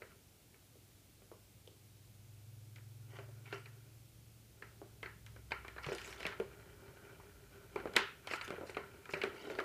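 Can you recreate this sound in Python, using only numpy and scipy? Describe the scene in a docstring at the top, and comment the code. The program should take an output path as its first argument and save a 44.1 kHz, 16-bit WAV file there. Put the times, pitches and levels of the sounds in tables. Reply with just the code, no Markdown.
"""Kittens bat a ball along a covered plastic track on a hard floor in a small room.
At first there are a few scattered blows: each makes the hollow track knock and its cover click and crack.
Outside, an engine, made of a few wavering tones, revs up until about 4.4 s and then slows down.
From about 5 s the blows crowd together, among rolls and rattles (noisy bumps through the track's resonances),
rubbing paws and soft thuds; the loudest blow comes near 8 s. Hiss and traffic rumble run throughout."""
import sys
import numpy as np
from scipy import signal
from scipy.fft import rfft, irfft, next_fast_len
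from scipy.io import wavfile
from scipy.ndimage import uniform_filter1d, map_coordinates

SR = 44100
rng = np.random.default_rng(int(sys.argv[2]) if len(sys.argv) > 2 else 0)


def dump(signal):
    """Clip the signal to [-1, 1] and save it as 16-bit WAV at the path in sys.argv[1]."""
    limited = np.clip(np.atleast_2d(signal).T, -1, 1)
    pcm = np.round(limited * 32767).astype(np.int16)
    wavfile.write(sys.argv[1], SR, pcm)


N = 425124

# resonances of the hollow track, before any widening or reweighting: [f/Hz, width/Hz, level/dB]
HOLLOW = [(272, 126, -9), (328, 70, -4.5), (401.5, 22.4, 2.5), (465, 101, -7.5), (555, 150, -8.5),
          (920, 23, -13.5)]
# resonances of its cover, likewise: [f/Hz, width/Hz, level/dB]
COVER = [(1000, 179, -8), (1234, 95, -3.5), (1372, 103, 2.5), (1510, 142, 1.5), (1884, 300, -6.5),
         (2350, 91, 0.5), (2580, 350, -9), (3100, 260, -7), (4120, 190, -11.5)]


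def amp(db):
    """Turns decibels into an amplitude factor."""
    return 10 ** (np.asarray(db) / 20)


def unit(x):
    """Scales x to an rms of 1."""
    return x / np.sqrt(np.mean(x ** 2) + 1e-20)


def top(x):
    """Scales x to a peak of 1."""
    return x / np.abs(x).max()


def along(points, hz):
    """Reads a curve of (Hz, value) points, with frequency on a log axis."""
    f, v = np.transpose(points)
    return np.interp(np.log(hz + 1), np.log(f + 1), v)


def curves(rows):
    """Gives one value per sample for each column after the time."""
    s, *cols = np.transpose(rows)
    return [np.interp(np.arange(N) / SR, s, c) for c in cols]


def wobble(rate):
    """A smooth random curve with `rate` random points a second."""
    knots = rng.standard_normal(int(N * rate / SR) + 4)
    return map_coordinates(knots, [np.arange(N) * rate / SR])


def filtered(x, response):
    """Multiplies the spectrum of x by a response that depends on frequency."""
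    m = next_fast_len(len(x) + SR // 4)
    return irfft(rfft(x, m) * response(np.fft.rfftfreq(m, 1 / SR)), m)[:len(x)]


def body(modes):
    """The response of an object with (Hz, width, dB) resonances; their signs alternate."""
    def response(f):
        return sum((-1) ** k * amp(db) * 1j * f * width / (hz * hz - f * f + 1j * f * width)
                   for k, (hz, width, db) in enumerate(modes))
    return response


def soft(hz, order=2):
    """A contact of finite length passes little above its corner frequency."""
    return lambda f: (1 + 1j * f / hz) ** -order


def without_bass(hz):
    """A gentle filter that weakens what lies below hz."""
    return lambda f: 1j * f / (hz + 1j * f)


def coloured(x, spectrum):
    """Shapes x by a spectrum and scales it to an rms of 1."""
    return unit(filtered(x, lambda hz: amp(along(spectrum, hz))))


def patchy(x, patchy_db, wide, long):
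    """Gives x random loud and weak patches in time and frequency; wide and long count cells."""
    z = signal.stft(x, nperseg=256)[2]
    field = uniform_filter1d(rng.standard_normal(z.shape), wide, 0)
    field = uniform_filter1d(field, long, 1)
    return unit(signal.istft(z * amp(patchy_db * unit(field)), nperseg=256)[1][:N])


def bumps(rate, spread_db, smooth):
    """Tiny random impacts of uneven size (rate per second) over the noise of a smooth rub."""
    happens = rng.random(N) < rate / SR
    hits = happens * rng.choice([-1, 1], N) * amp(spread_db * rng.standard_normal(N))
    return unit(hits) + smooth * rng.standard_normal(N)


def tail():
    """A fresh random room echo of energy 1, in which each frequency dies at its own speed."""
    # how long the room takes to fade by 60 dB: [f/Hz, time/s]
    fading = [(150, 0.25), (500, 0.2), (1400, 0.34), (3700, 0.4), (10000, 0.13)]
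    hz, t, z = signal.stft(rng.standard_normal(SR // 2), SR, nperseg=256)
    fade = amp(-60 * t / along(fading, hz)[:, None])
    h = signal.istft(z * fade, SR, nperseg=256)[1]
    return h / np.linalg.norm(h)


def blows(gap_s=.003, damping=5.2, rise_s=0.001491):
    """Each blow knocks the hollow, clicks the cover near its own pitch and cracks; cover and room ring on."""
    # blows on the track: [t/s, cover click level/dB, hollow knock level/dB, crack level/dB, click f/Hz]
    hits = [(0.0186, -41, -44, -70, 2000), (0.542, -54.5, -59, -70, 2480), (0.754, -76, -56, -70, 1050),
            (1.2185, -64, -57.5, -67, 2570), (1.3146, -56, -44.5, -66, 1080),
            (1.6747, -65, -49.5, -47, 2440), (2.759, -48.5, -66, -48, 2470), (2.7816, -55, -65, -69, 2480),
            (3.1324, -57, -49, -69, 2080), (3.1864, -42.5, -41.5, -64, 2380), (3.2882, -69, -53, -70, 1110),
            (3.4571, -51, -74, -66, 2400), (3.5257, -34.5, -36.5, -48.5, 1670),
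            (3.6569, -45.5, -61, -68, 2400), (4.622, -38.5, -49, -62, 1930), (4.815, -64, -41, -62, 1000),
            (5.029, -34.5, -42, -44, 2040), (5.0574, -38, -51, -67, 1990),
            (5.2634, -48.5, -75, -46.5, 2030), (5.3613, -49.5, -50, -57, 1500),
            (5.5179, -25, -41.5, -58, 1570), (5.6476, -40.5, -52.5, -58, 1335),
            (5.6806, -41.5, -44.5, -46.5, 2064), (5.7621, -43, -45, -69, 1390),
            (5.78, -37.5, -65, -72, 1380), (5.8423, -34.5, -67, -61, 2477), (5.8639, -36, -39, -40, 1260),
            (5.886, -39, -34.5, -61, 2380), (5.9178, -40, -31.5, -60, 1510), (5.9492, -61, -47, -35, 1450),
            (5.9824, -36, -61, -41, 2350), (6.0446, -45, -64, -55, 2340), (6.126, -39.5, -71, -45, 1900),
            (6.204, -40, -42, -44, 2480), (6.2288, -37, -58, -43, 2500), (6.2515, -27.5, -32.5, -57, 2430),
            (6.2652, -31.5, -41, -29, 2350), (6.3225, -36.5, -68, -51, 1630),
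            (6.3986, -41.5, -29.5, -47, 2400), (6.9688, -54.5, -51, -60, 1450), (7.198, -49, -63, -69, 990),
            (7.7582, -29.5, -30, -48, 1050), (7.7996, -40, -47, -60, 1510), (7.8352, -60, -42.5, -64, 1260),
            (7.855, -41, -27, -54, 1110), (7.871, -42.5, -44, -65, 1550), (7.9359, -43.5, -46, -44, 1530),
            (7.9638, -14, -26, -16, 2580), (8.272, -33, -66, -36, 1615), (8.3105, -34, -36.5, -54, 2600),
            (8.335, -26, -44, -55, 1510), (8.4107, -28.5, -58, -61, 2490), (8.4785, -50, -42, -40, 1180),
            (8.5043, -32.5, -30, -40.5, 1320), (8.5371, -64, -37, -68, 1095), (8.5815, -59, -38, -60, 1200),
            (8.61, -45, -35.5, -70, 1120), (8.6329, -52, -39, -75, 1290), (8.6942, -40.5, -40.5, -65, 2370),
            (8.7464, -37.5, -60, -67, 2380), (8.768, -29.5, -31, -43, 1316), (9.055, -42, -64, -50, 1460),
            (9.0909, -41.5, -44, -62, 1360), (9.1356, -27, -29.5, -58, 2410), (9.2152, -27, -41, -46, 2618),
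            (9.2359, -28.5, -25.5, -33, 1490), (9.471, -55, -39, -67, 1300),
            (9.4991, -38.5, -35, -61, 1910), (9.587, -26, -30, -47, 1700), (9.6009, -36, -44, -42, 1250)]
    # relative spectrum of a crack: [f/Hz, level per Hz/dB]
    crack_spectrum = [(1760, -40), (3000, 5), (4200, -4.5), (7500, -11.5), (10400, -14), (15000, -28),
                      (16000, -42)]
    knock_hz, ring_db = 450, -2  # pitch of the hollow under a blow; strength of the ringing on

    def near(modes, hz, widen, db_per_octave):
        # modes far from the struck pitch are weaker, and each blow shifts their strengths a little
        return [(f, widen * w, g - db_per_octave * abs(np.log2(f / hz)) + rng.normal(0, 1.5))
                for f, w, g in modes]

    def bright(hz):
        gain = amp(along(crack_spectrum, hz))
        return gain / np.sqrt(np.mean(gain ** 2))

    out, t = np.zeros(N + SR), np.arange(SR // 8) / SR
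    hiss = coloured(rng.standard_normal(N), crack_spectrum)
    for s, click_db, knock_db, crack_db, click_hz in hits:
        # one sharp touch, then a short noisy chatter
        touch = (np.arange(len(t)) == round(rise_s * SR)) * 1.0
        chatter = rng.standard_normal(len(t)) * (1 - np.exp(-t / rise_s)) * amp(-60 * t / 0.028)

        low = body(near(HOLLOW, knock_hz, 1.3, 12) + [(knock_hz, 150, 2)])
        knock = filtered(touch + 0.098 * chatter, soft(2.86 * knock_hz, order=3))
        knock = filtered(knock, lambda f: low(f) * without_bass(250)(f))
        knock = amp(knock_db) * top(knock)

        push = filtered(touch + 0.48 * chatter,
                        lambda f: soft(1.64 * click_hz, order=3)(f) * without_bass(700)(f))
        spot = filtered(push, body([(click_hz, 450, 0.1)]))  # the struck spot has a pitch of its own
        cover = filtered(np.roll(push, 12), body(near(COVER, click_hz, damping, 2.3)))
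        click = top(spot + cover)

        # the duller sound that rings on: its upper modes are weaker
        shell = filtered(filtered(touch, soft(1330)), body([(f, 1.75 * w, g) for f, w, g in COVER]))
        dull_spot = filtered(touch, lambda f: body([(0.85 * click_hz, 700, 0)])(f) * soft(2500)(f))
        dull = (0.55 * unit(shell) + 0.39 * unit(dull_spot)) * np.std(click)

        noise = hiss[rng.integers(N // 2):][:len(t)]
        crack = amp(crack_db) * top(noise * t * amp(-60 * t / 0.006))
        out[round(s * SR):][:len(t)] += knock + amp(click_db) * click + crack

        ring = amp(ring_db) * signal.fftconvolve(knock + amp(click_db) * dull, tail())
        crack_tail = np.pad(tail(), (0, len(ring)))[:len(ring)]
        ring += amp(ring_db) * 0.53 * np.linalg.norm(crack) * filtered(crack_tail, bright)
        out[round((s + gap_s) * SR):][:len(ring)] += ring
    return out[:N]


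def rolling():
    """Bumps under the moving ball excite the track's resonances; each roll starts, slows and stops alike."""
    # rolls of the ball: [start t/s, length/s, hollow rumble level/dB, cover rattle level/dB];
    # the levels hold at the start, before slowing and jolts
    rolls = [(0, 0.033, -69.5, -70), (3.066, 0.79, -71, -74), (4.59, 0.79, -73, -80),
             (5.562, 0.11, -76, -68), (5.89, 0.33, -61, -63), (6.316, 1.11, -60.5, -64),
             (7.577, .55, -62.5, -66), (8.319, 0.088, -66, -56.5), (8.49, 0.54, -62, -64.5),
             (9.228, 0.49, -51, -60)]
    start_s, stop_s = 0.093, 0.22  # a push and a halt
    slowing_db_per_s = 4.5  # fading as the ball loses speed
    t, low, high = np.arange(N) / SR, 0, 0
    for s, length, rumble_db, rattle_db in rolls:
        moving = np.interp(t - s, [-start_s, 0, length, length + stop_s], [0, 1, 1, 0])
        moving = moving * amp(-slowing_db_per_s * (t - s))
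        low = low + amp(rumble_db) * moving
        high = high + amp(rattle_db) * moving
    jolt = amp(1.5 * wobble(25) + 0.8 * wobble(8))
    rumble = unit(filtered(bumps(120, spread_db=4, smooth=1.26), body(HOLLOW)))
    rattle = filtered(bumps(300, spread_db=3.5, smooth=0.97), soft(3900))
    rattle = unit(filtered(rattle, body(COVER)))
    rattle = patchy(rattle, 2.2, wide=3, long=14)
    return jolt * (low * rumble + high * rattle)


def squeaks(length, centre_hz):
    """Claws catch and let go: brief pings of scattered pitch and size."""
    per_s, ring_s = 110, .016  # pings per second; time for a ping to fade by 60 dB
    middle_db = 8  # typical ping level over the rub, before its rise and fade
    out, t = np.zeros(round(length * SR) + SR // 10), np.arange(SR // 20) / SR
    for pitch, size in rng.standard_normal((int(1 + length * per_s), 2)):
        hz = centre_hz * 1.4 ** pitch
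        envelope = amp(middle_db + 3 * size - 60 * t / ring_s) * (1 - np.exp(-t / .001))
        ping = envelope * np.sin(2 * np.pi * hz * t)
        out[int(rng.random() * length * SR):][:len(t)] += ping
    return out[:round(length * SR)]


def rubs():
    """A rub of paws and fur swells and fades: uneven slips in a broad band, partly sounding the cover."""
    # paws and fur rubbing the cover: [start t/s, length/s, level of the broad part before the swell/dB, centre f/Hz]
    strokes = [(3.083, .15, -64, 2030), (3.431, 0.19, -59, 2820), (5.507, 0.0084, -48.5, 1750),
               (7.95, 0.028, -44, 2140), (5.817, 0.18, -54, 4100), (5.931, .25, -57, 5420),
               (6.165, 0.1, -56, 3370), (8.269, 0.11, -54, 4550), (8.304, 0.032, -50, 3100),
               (8.407, 0.067, -58.5, 6370), (8.642, 0.097, -63, 5870), (9.082, 0.12, -60, 6300),
               (9.316, 0.41, -59.5, 2968)]
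    out = np.zeros(N + SR)
    slips = bumps(250, spread_db=5, smooth=.8) * amp(3 * wobble(60))
    slips = patchy(slips, 4, wide=4, long=5)
    for s, length, db, centre_hz in strokes:
        part = slips[round(s * SR):][:round(length * SR)]
        broad = filtered(part, soft(0.96 * centre_hz))
        broad = unit(filtered(broad, body([(centre_hz, 3.4 * centre_hz, 0)])))
        cover = unit(filtered(part, body(COVER)))
        swell = np.sin(np.pi * np.arange(len(part)) / len(part))
        mix = broad + 0.84 * cover + squeaks(length, centre_hz)[:len(part)]
        out[round(s * SR):][:len(part)] += amp(db) * swell * mix
    return out[:N] + amp(-8.0) * signal.fftconvolve(out, tail())[:N]


def thuds():
    """A soft paw landing sets the floorboards in brief low motion."""
    # paws landing on the floor: [t/s, level before rise and fade/dB, f/Hz]
    landings = [(3.531, -54, 152), (5.868, -39.5, 144), (6.253, -45.5, 170), (6.397, -44, 201),
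                (7.96, -40.5, 218), (9.133, -46, 155.7)]
    out, t = np.zeros(N + SR), np.arange(SR // 4) / SR
    for s, db, hz in landings:
        envelope = amp(db - 60 * t / 0.15) * (1 - np.exp(-t / 0.00047))
        out[round(s * SR):][:len(t)] += envelope * np.sin(2 * np.pi * hz * t)
    return out[:N]


def engine():
    """Tones at 3, 5 and 6 times the firing cycle, with slightly wavering levels and phases."""
    # engine outside: [t/s, firing cycle f/Hz, 3rd order level/dB, 5th order level/dB], before the wavering
    revs = [(0, 18.6, -85, -75), (1, 19.35, -85, -71), (2, 20.4, -85, -65), (2.5, 20.85, -85, -57),
            (3.3, 21.8, -85, -54.5), (4.4, 22.9, -80, -65), (4.9, 22.25, -71, -63), (5.3, 21.85, -62, -59),
            (5.6, 21.2, -59, -64), (6, 20.3, -64, -69), (6.5, 19.4, -66, -69), (7, 18.55, -76, -68),
            (7.8, 17.4, -66, -74), (8.2, 17.25, -85, -71), (8.75, 17.45, -85, -66), (9.64, 17.7, -76, -73)]
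    weaken_s = 3.7  # when the 6th order starts to weaken, shortly before the revs peak
    early_db, late_db = -4.5, -10  # 6th order relative to the 5th, before and after
    cycle_hz, third_db, fifth_db = curves(revs)
    since_weaken = np.arange(N) / SR - weaken_s
    sixth_db = fifth_db + np.interp(since_weaken, [0, .4], [early_db, late_db])
    turn = 2 * np.pi * np.cumsum(cycle_hz) / SR
    out = np.zeros(N)
    for order, db in zip((3, 5, 6), (third_db, fifth_db, sixth_db)):
        level = np.sqrt(2) * amp(db + 0.18 * wobble(2.3))  # dB are rms levels
        phase = order * turn + 0.13 * wobble(12) + rng.uniform(0, 2 * np.pi)
        out += level * np.sin(phase)
    return out


def background():
    """Steady hiss over a lumpy traffic rumble, both made of shaped noise."""
    # relative spectrum of microphone hiss and house noise: [f/Hz, level per Hz/dB]
    hiss_spectrum = [(94, -20), (160, -27.5), (198, -3.5), (259, -7), (320, -4.5), (403, -9.5), (889, -17),
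                     (979, -20), (1410, -18.5), (1880, -21), (2080, -17.5), (14500, -20.5), (16000, -22)]
    # relative spectrum of the traffic: [f/Hz, level per Hz/dB]
    traffic_spectrum = [(12, -49), (20, -34), (45, -2), (75, 0), (96, 0), (119, 1.5), (200, -7.5),
                        (260, -39.5), (440, -120)]
    # traffic rumble before the random lumps: [t/s, level/dB]
    rumble_level = [(0, -69), (2, -67.5), (3, -68.5), (4.2, -66), (5.5, -63), (7, -64.5), (8, -64.5),
                    (9.64, -64.5)]
    hiss = amp(-66.5) * coloured(rng.standard_normal(N), hiss_spectrum)
    lumpy = amp(curves(rumble_level)[0] + 0.79 * wobble(2.6))
    return hiss + lumpy * coloured(rng.standard_normal(N), traffic_spectrum)


def scene():
    """Adds all the sources into one channel."""
    return (blows() + rolling() + rubs() + thuds() + engine() + background())[None]


def record(dry):
    """Keeps nothing above the band limit of 15380 Hz."""
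    return filtered(dry[0], lambda hz: hz < 15380)[None]


dry = scene()
out = record(dry)
dump(out)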